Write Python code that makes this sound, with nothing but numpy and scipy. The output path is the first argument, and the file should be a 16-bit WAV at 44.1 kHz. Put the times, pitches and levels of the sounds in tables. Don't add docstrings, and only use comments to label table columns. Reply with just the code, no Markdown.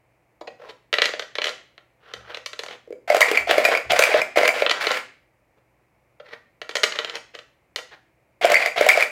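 import sys
import numpy as np
from scipy import signal
from scipy.fft import rfft, irfft, next_fast_len
from scipy.io import wavfile
from scipy.ndimage import uniform_filter1d, minimum_filter1d

SR = 44100
rng = np.random.default_rng(int(sys.argv[2]) if len(sys.argv) > 2 else 0)


def waveform_to_disk(signal):
    frames = np.transpose(np.atleast_2d(signal))
    scaled = np.clip(frames, -1, 1) * 32767
    samples = np.round(scaled).astype(np.int16)
    wavfile.write(sys.argv[1], SR, samples)


N = 401736
TAPS = 2048
AGE_S, BIN_HZ = np.arange(TAPS) / SR, np.fft.rfftfreq(TAPS, 1 / SR)

# start_s, level_db, wall_over_hollow_db, tick_db, lead_hz
CUP_BLOWS = [(2.875, -35.5, -26, -59, 480.4), (2.905, -27, -29, -51.5, 476),
             (2.925, -25.5, -19.5, -45.5, 501.4), (3.1005, -5.5, -7, -19, 649), (3.125, -18, -9, -29, 670),
             (3.1455, -7, -15, -14, 667), (3.166, -17, -8, -16.5, 510), (3.2067, -14, -10.5, -10, 606),
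             (3.2153, 0, 17, -8.5, 2116), (3.227, -4.5, 23.5, -26, 1942),
             (3.3135, -15.5, -3.5, -14.5, 470.7), (3.3734, -3, 21, -17.5, 2340),
             (3.5094, -10, -6, -13, 678), (3.5805, -5, -11, -14.5, 574), (3.643, -21.5, 0, -21, 2430),
             (3.6507, -4.5, 6, -7, 2440), (3.686, -11, -6, -20, 647), (3.75, -11, 10.5, -22, 2280),
             (3.773, -13, 24, -20, 2390), (3.919, -11, -3, -12, 692), (3.932, -11, -3.5, -24.5, 664),
             (3.991, -4, -10.5, -3.5, 560), (4.023, -7.5, 35, -10.5, 2320), (4.037, -6, 26.5, -12, 2360),
             (4.053, -9.5, 28, -25, 2330), (4.1415, -7.5, -12, -42, 611), (4.1725, -17, -3.5, -26, 616),
             (4.2164, -10, 15, -19.5, 2384), (4.3724, -6, -7, -18, 577), (4.432, -11.5, -2, -18.5, 2140),
             (4.477, -11, 6, -10, 2340), (4.49, -8, 8, -21, 2220), (4.6209, -12, -3, -27, 580),
             (8.4455, -5.5, -8.5, -21, 634.5), (8.452, -11.5, -11, -15.5, 640),
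             (8.5005, -11.5, -22, -15, 649), (8.5185, -8, -5.5, -12.5, 634), (8.5427, -4.5, 16, -15, 2105),
             (8.555, 0, 24, -28, 2105), (8.5665, -10, 20, -27, 2420), (8.6596, -8, 13, -20, 2051),
             (8.8098, -6.5, -11.5, -14.5, 584.6), (8.8639, -7.5, -31, -17, 633), (8.888, -4, 27, -5, 2240),
             (8.8915, -5, 30, -28, 2245), (8.8985, -3.5, 25, -31, 2140), (8.903, -6, 29, -29, 2070),
             (8.9155, -7, 26, -30, 2320), (8.9735, -10, -4, -19, 645), (9.0068, -8.5, 25, -20, 2120),
             (9.0243, -6, 44, -17.5, 2326)]
# start_s, length_s, hollow_db, wall_db, scrape_db
CUP_STROKES = [(3.076, 0.36, -22, -14, -33), (3.472, 0.35, -17, -17, -31), (3.898, 0.33, -18, -14, -29.5),
               (4.358, 0.17, -14, -8.5, -26.5), (4.538, 0.15, -21.5, -26.5, -31.5),
               (4.801, .22, -31.5, -25, -30), (8.412, 0.31, -18.5, -12.5, -31.5),
               (8.76, .32, -19, -9.5, -29.5)]
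# pitch_hz, level_db, t60_s
UPPER_MODES = [(4010, -9.5, 0.02), (4850, -5.5, 0.012), (7550, -14, 0.022)]
# freq_hz, gain_db
CRACK_SPECTRUM = [(300, -24), (550, 5), (1500, 12), (2900, 7), (3700, 0.5), (6500, -2), (10000, -9.5),
                  (13300, -8.5), (16000, -16)]
# start_s, level_db, bass_db, treble_db
LANDINGS = [(0.409, -25.5, 26.5, 2.5), (0.472, -25.5, 19, -8), (0.9282, -10, 2.5, -3.5),
            (0.9386, -8, -1, -3.5), (0.9845, -6, 2, -10.5), (1.019, -3, 0, -3), (1.0409, -14, -1, -2.5),
            (1.0511, -17, -6, -1), (1.0561, -9.5, -1.5, 1), (1.091, -18.5, 9, -4), (1.1367, -18.5, 6, -10),
            (1.1949, -15.5, 0.5, 1.5), (1.2219, -25.5, 1.5, -5), (1.354, -18.0, -3, -3),
            (1.3844, -12.5, 2, -17), (1.418, -10.5, 0.5, -3), (1.4419, -11, -0.5, 1.5), (1.456, -17, 3, 2),
            (1.4682, -15, 1.5, 0), (1.4759, -21.5, 1, 4), (1.4816, -20, 4, -6), (1.492, -18, -2.0, 3),
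            (1.779, -34, 4.5, -10), (2.137, -21.5, 3, -2), (2.346, -19, 1, -1.5), (2.3713, -23, 4.5, -2),
            (2.4608, -18.5, -5.5, 6.5), (2.5317, -25, 0.5, 0), (2.5915, -19, 4, 4), (2.6352, -21, 11, 8.5),
            (2.6628, -26.5, 6, 4), (2.684, -28, 2, -4.5), (3.5102, -7.5, 4.5, -10), (4.1405, -9, 12, -8),
            (4.621, -13, 8.5, -12), (4.6636, -5, 5.5, -24.5), (4.6959, -7, -2.5, -0.5), (4.709, -10, 2, 1),
            (4.712, -6, 1.5, 2), (4.8686, -8.5, 6, -3), (4.903, -9.5, 15, -6.5), (4.916, -14, 7.5, 5),
            (6.197, -31, 15.5, -8), (6.616, -22.5, 4.5, -2), (6.6922, -21, 6.5, 2), (6.711, -28, -0.5, 0),
            (6.754, -11.5, 1.5, 3), (6.768, -12.5, -1, 6.5), (6.8332, -5.5, -1.5, 4.5),
            (6.838, -4.5, 0, 5.0), (6.9222, -18.5, -8, -6.5), (6.957, -23.5, -6, -5),
            (6.9885, -9, -1, -3.5), (6.995, -23.5, 14, -4), (7.0466, -15.5, 1, -2), (7.097, -19.5, -4, -1),
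            (7.1548, -19, -2.5, 6.5), (7.3503, -27.5, 4.5, -2), (7.3888, -28.5, -4, -5),
            (7.7601, -15, 0.5, 8)]
# freq_hz, gain_db
BOARD_SPECTRUM = [(130, -20.5), (300, -11.5), (450, 6), (600, 6.5), (850, -8), (1300, 1), (1600, -0.5),
                  (1900, 4.5), (2500, -1), (3000, 1), (3500, -0.5), (4000, -3.5), (4500, -4.5), (5100, -11),
                  (6500, -14.5), (8500, -29), (12500, -34.5), (16000, -47.5)]
# freq_hz, gain_db
RIM_SPECTRUM = [(130, -21.5), (310, -13), (480, -5.5), (700, -1.5), (900, 0), (1400, 5), (2200, 7.5),
                (3000, 0), (3750, -5), (4750, -5.5), (5800, -13.5), (8000, -19.5), (16000, -28)]
# centre_s, length_s, level_db, chatter_hz
FLOOR_PUSHES = [(0.652, 0.17, -42, 535), (0.699, 0.043, -40, 3900), (2.135, 0.32, -49, 1450),
                (2.319, 0.19, -40.5, 1450), (2.727, 0.097, -37, 3360), (3.505, 0.085, -20.5, 3170),
                (3.718, 0.08, -23, 1500), (3.91, 0.038, -19, 3170), (8.521, 0.091, -22.5, 1500),
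                (4.178, 0.089, -21, 1890), (4.872, 0.11, -29.5, 2840), (5.58, 0.043, -60.5, 520),
                (6.283, 0.1, -49, 2000), (6.334, 0.059, -38, 2020), (6.996, 0.52, -38, 2010),
                (7.164, 0.064, -35, 2960), (4.772, 0.13, -33, 1550), (7.788, 0.036, -31, 3030),
                (7.934, 0.058, -41.5, 1766), (7.355, 0.049, -43.5, 2620), (8.441, 0.043, -21.5, 3212),
                (8.784, 0.056, -23.5, 3443)]
# freq_hz, gain_db
RASP_SPECTRUM = [(150, -5), (310, -4.5), (480, 12.5), (900, 3.5), (1900, 2), (4200, -7), (5600, -13.5),
                 (8000, -28.5), (16000, -33)]
# start_s, level_db, pitch_hz
BODY_BUMPS = [(2.135, -54, 114), (2.16, -54, 66.7), (3.39, -47, 64.3), (3.85, -43.5, 70)]
# freq_hz, t60_s
TAIL_DECAY = [(150, 0.65), (500, 0.26), (1400, 0.38), (2300, 0.44), (4000, 0.43), (8000, 0.34),
              (15000, 0.19)]
# freq_hz, gain_db
TAIL_SPECTRUM = [(150, 1.5), (500, 3.5), (1000, 3), (2200, -2), (4000, -5), (8000, 5), (15000, 4.5)]
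# delay_s, level_db
NEAR_ECHOES = [(.0065, -20.5), (0.0118, -16), (.0142, -26.5), (.0175, -26), (0.0248, -39.5), (.0288, -20.5),
               (.043, -28.5)]
# freq_hz, gain_db
HUSH_SPECTRUM = [(25, -31.5), (55, -6), (90, -12.5), (125, -7.5), (240, -16.5), (330, -9.5), (410, -16.5),
                 (550, -10), (900, -16), (1500, -23.5), (2300, -17.5), (3300, -36), (16000, -40.5)]
# pitch_hz, level_db
HUM_TONES = [(120, -75), (2140, -86)]


def cup_knocks(detune=0.018, blunt_db=25, blunt_t60_s=0.047, sharp_t60_s=0.015):
    out = np.zeros(N)
    for start_s, db, wall_db, tick_db, lead_hz in CUP_BLOWS:
        notes_hz = cup_notes_hz(start_s) * (1 + detune * rng.standard_normal(2))
        notes_hz[np.argmin(abs(notes_hz - lead_hz))] = lead_hz
        hollow_hz, wall_hz = notes_hz
        t60_s = blunt_t60_s if db - tick_db > blunt_db else sharp_t60_s
        body = cup_body(db - max(wall_db, 0), hollow_hz, db + min(wall_db, 0), wall_hz, t60_s)
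        add(out, start_s, body + gain_of(tick_db) * cup_tick())
    return gain_of(1.5) * out


def cup_body(hollow_db, hollow_hz, wall_db, wall_hz, hollow_t60_s=0.021):
    hollow = mode(hollow_hz, t60_s=hollow_t60_s, rise_s=0.0036)
    hollow += gain_of(-16) * mode(hollow_hz * rng.uniform(.75, 1.22), t60_s=0.14, rise_s=0.0073)
    hollow += gain_of(-10.5) * mode(hollow_hz * .78, t60_s=0.018, rise_s=0.0017)
    wall = mode(wall_hz, t60_s=0.015, rise_s=0.00052)
    wall += gain_of(-14.5) * mode(rng.uniform(2050, 2420), t60_s=0.14, rise_s=0.0012)
    wall += gain_of(-23.5) * mode(rng.normal(4750, 140), t60_s=0.03, rise_s=0.0014)
    return gain_of(hollow_db) * hollow + gain_of(wall_db) * wall


def cup_tick(rise_s=0.00077, decay_s=0.0029):
    colour = impulse(read(CRACK_SPECTRUM, BIN_HZ))
    burst = (1 - np.exp(-AGE_S / rise_s)) * np.exp(-AGE_S / decay_s)
    crack = signal.fftconvolve(rng.standard_normal(TAPS) * burst, colour)[:TAPS]
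    upper = sum(gain_of(rng.normal(db, 2.7)) * mode(hz * rng.normal(1, 0.023), t60_s)
                for hz, db, t60_s in UPPER_MODES)
    return unit_crest(crack) + gain_of(-8.5) * upper


def cup_notes_hz(at_s, hollow_hz=700.6, sag=0.095, wall_hz=2146, climb=0.076):
    begun = [row for row in CUP_STROKES if row[0] <= max(at_s, CUP_STROKES[0][0])]
    start_s, length_s, *_ = begun[-1]
    progress = np.clip((at_s - start_s) / length_s, 0, 1)
    return np.array([hollow_hz * (1 - sag * np.sin(np.pi * progress)), wall_hz * (1 + climb * progress)])


def stroke_speed(age_s, length_s, attack_s=0.0066, release_s=0.069):
    return np.clip(age_s / attack_s, 0, 1) * np.clip((length_s - age_s) / release_s, 0, 1)


def rim_touchdowns():
    out = np.zeros(N)
    for start_s, _, hollow_db, wall_db, scrape_db in CUP_STROKES:
        hollow_hz, wall_hz = cup_notes_hz(start_s)
        body = cup_body(hollow_db - 2, hollow_hz, min(wall_db, hollow_db) - 7, wall_hz)
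        tick = gain_of(min(scrape_db, hollow_db - 12) - 3) * cup_tick()
        add(out, start_s, body + tick)
    return out


def dice_rattle(rate_hz=78, spread_db=4.5, shift_db=5, flight_s=0.0086, flight_db=-11):
    out, ticks = np.zeros(N), [cup_tick() for _ in range(24)]
    blows_s = np.transpose(CUP_BLOWS)[0]
    for start_s, length_s, *levels_db in CUP_STROKES:
        for age_s in np.arange(0, length_s, 1 / rate_hz):
            at_s = start_s + age_s
            flying = np.exp(-((blows_s - flight_s - at_s) / flight_s) ** 2).max()
            offsets_db = spread_db * np.minimum(rng.standard_normal(3), 1) + flight_db * flying
            hollow_db, wall_db, scrape_db = levels_db + offsets_db
            tilt_db = shift_db * (age_s / length_s - .5)
            hollow_hz, wall_hz = rng.uniform(470, 756), rng.uniform(2000, 2450)
            body = cup_body(hollow_db - 4.5 - tilt_db, hollow_hz, wall_db - 7 + tilt_db, wall_hz)
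            tick = gain_of(scrape_db - 7) * ticks[rng.integers(len(ticks))]
            add(out, at_s + rng.random() / rate_hz, stroke_speed(age_s, length_s) * (body + tick))
    return out


def floor_clicks(bass_lag_s=0.0021, scatter_s=0.0043, scatter_hz=1400, ring_hz=1950,
                 bite_hz=(2980, 4100)):
    out = np.zeros(N)
    delay_s = bass_lag_s / (1 + (BIN_HZ / 1700) ** 2)
    dispersion = np.exp(-2j * np.pi * np.cumsum(delay_s) * SR / TAPS)
    bass_shelf = 1 / (1 + (BIN_HZ / 1150) ** 4)
    treble_shelf = 1 - 1 / (1 + (BIN_HZ / 5000) ** 8)
    for start_s, db, bass_db, treble_db in LANDINGS:
        scatter = 0.23 * rng.standard_normal(TAPS) * np.exp(-AGE_S / scatter_s)
        contact = 1 + rfft(scatter) * BIN_HZ / (BIN_HZ + scatter_hz)
        colour = impulse(read(BOARD_SPECTRUM, BIN_HZ) + bass_db * bass_shelf + treble_db * treble_shelf)
        board_ring = mode(ring_hz * rng.normal(1, 0.016), t60_s=0.26, rise_s=0.001)
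        board_ring *= gain_of(-21 + 0.5 * db)
        edge_bite = sum(mode(hz * rng.normal(1, .02), t60_s=0.022) for hz in bite_hz)
        click = unit_crest(irfft(contact * rfft(colour) * dispersion))
        click += gain_of(-9.5 - max(bass_db, 0)) * edge_bite
        if bass_db > 12:
            press = rng.standard_normal(TAPS) * AGE_S * np.exp(-AGE_S / 0.0029)
            click = signal.fftconvolve(click, press)[:TAPS]
        add(out, start_s, gain_of(db) * (unit_crest(click) + board_ring))
    return gain_of(-0.18) * out


def friction(rim_db=3.5, uneven_db=3.0, chatter_q=3.2, chatter_gain=2.1, overtone_gain=0.55):
    time_s = np.arange(N) / SR
    strokes = sum(gain_of(db) * stroke_speed(time_s - start_s, length_s) ** 0.99
                  for start_s, length_s, _, _, db in CUP_STROKES)
    rim = gain_of(rim_db) * strokes * stick_slip(RIM_SPECTRUM, grain_db=0.5)
    rasp = stick_slip(RASP_SPECTRUM, grain_db=2.0)
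    pressure = gain_of(uneven_db * unit_rms(uniform_filter1d(rng.standard_normal(N), size=500)))
    out = rim * unit_rms(pressure)
    rasp *= pressure
    for centre_s, length_s, db, hz in FLOOR_PUSHES:
        start_s = centre_s - length_s / 2
        grain = rasp[round(start_s * SR):][:round(length_s * SR)]
        edge, octave = [signal.lfilter(*signal.iirpeak(k * hz, chatter_q, fs=SR), grain) for k in (1, 2)]
        push = unit_rms(grain + chatter_gain * (edge + overtone_gain * octave))
        add(out, start_s, gain_of(db) * np.hanning(len(grain)) * push)
    return out


def stick_slip(spectrum, grain_db, rate_hz=9000):
    sizes = gain_of(grain_db * np.minimum(rng.exponential(1, N), 4))
    slipping = rng.random(N) < rate_hz / SR
    return tinted(sizes * slipping * rng.standard_normal(N), spectrum)


def floor_thuds(rise_s=0.01005, decay_s=0.1):
    out, age_s = np.zeros(N), np.arange(SR // 2) / SR
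    swell = (1 - np.exp(-age_s / rise_s)) * np.exp(-age_s / decay_s)
    for start_s, db, hz in BODY_BUMPS:
        phase = 2 * np.pi * hz * age_s
        add(out, start_s, gain_of(db) * swell * (np.sin(phase) + 0.78 * np.sin(1.7 * phase)))
    return out


def room(x, tail_db=-6.5, echo_db=-1, build_s=0.0055):
    hz, age_s, bands = signal.stft(rng.standard_normal(SR), SR, nperseg=256)
    bands *= gain_of(read(TAIL_SPECTRUM, hz)[:, None] - 60 * age_s / read(TAIL_DECAY, hz)[:, None])
    tail = signal.istft(bands, SR, nperseg=256)[1][:SR]
    tail *= 1 - np.exp(-np.arange(SR) / SR / build_s)
    response = gain_of(tail_db) * tail / np.linalg.norm(tail)
    for delay_s, db in NEAR_ECHOES:
        add(response, delay_s, gain_of(db + echo_db) * np.array([.15, .7, .15]))
    return signal.oaconvolve(x, response)[:N]


def house_hush(hush_db=-65.5):
    time_s = np.arange(N) / SR
    hum = sum(gain_of(db) * np.sqrt(2) * np.sin(2 * np.pi * (hz * time_s + rng.random()))
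              for hz, db in HUM_TONES)
    return gain_of(hush_db) * tinted(rng.standard_normal(N), HUSH_SPECTRUM) + hum


def mode(hz, t60_s, rise_s=0.0001):
    envelope = (1 - np.exp(-AGE_S / rise_s)) ** 2 * gain_of(-60 * AGE_S / t60_s)
    envelope *= np.cos(np.pi / 2 * (AGE_S / AGE_S[-1]) ** 2)
    return envelope / envelope.max() * np.sin(2 * np.pi * (hz * AGE_S + rng.random()))


def impulse(spectrum_db):
    log_gain = np.log(gain_of(np.r_[spectrum_db, spectrum_db[-2:0:-1]]))
    return np.fft.ifft(np.exp(np.conj(signal.hilbert(log_gain)))).real


def tinted(x, spectrum):
    size = next_fast_len(N)
    gains = gain_of(read(spectrum, np.fft.rfftfreq(size, 1 / SR)))
    return unit_rms(irfft(rfft(x, size) * gains, size)[:N])


def read(points, hz):
    freq_hz, values = np.transpose(points)
    return np.interp(np.log(hz + 1), np.log(freq_hz + 1), values)


def add(mix, start_s, sound):
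    part = mix[max(round(start_s * SR), 0):][:len(sound)]
    part += sound[:len(part)]


def gain_of(db):
    return 10 ** (np.asarray(db) / 20)


def unit_rms(x):
    return x / np.sqrt(np.mean(x ** 2) + 1e-20)


def unit_crest(x):
    return x / np.sqrt(2 * uniform_filter1d(x ** 2, size=32).max() + 1e-20)


def scene(low_cut_hz=190, floor_send_db=1):
    low_cut = signal.butter(2, low_cut_hz, "highpass", fs=SR, output="sos")
    cup = signal.sosfilt(low_cut, cup_knocks() + rim_touchdowns() + dice_rattle() + friction())
    floor = signal.sosfilt(low_cut, floor_clicks())
    reverb = room(cup + gain_of(floor_send_db) * floor)
    return (cup + floor + reverb + floor_thuds() + house_hush())[None]


def record(dry, limiter_samples=130, cutoff_hz=16000):
    allowed = 1 / np.maximum(abs(dry), 1)
    gain = uniform_filter1d(minimum_filter1d(allowed, size=limiter_samples), size=limiter_samples)
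    low_pass = signal.firwin(255, cutoff_hz, window=("kaiser", 8), fs=SR)
    return signal.oaconvolve(dry * gain, low_pass[None], "same")


dry = scene()
out = record(dry)
waveform_to_disk(out)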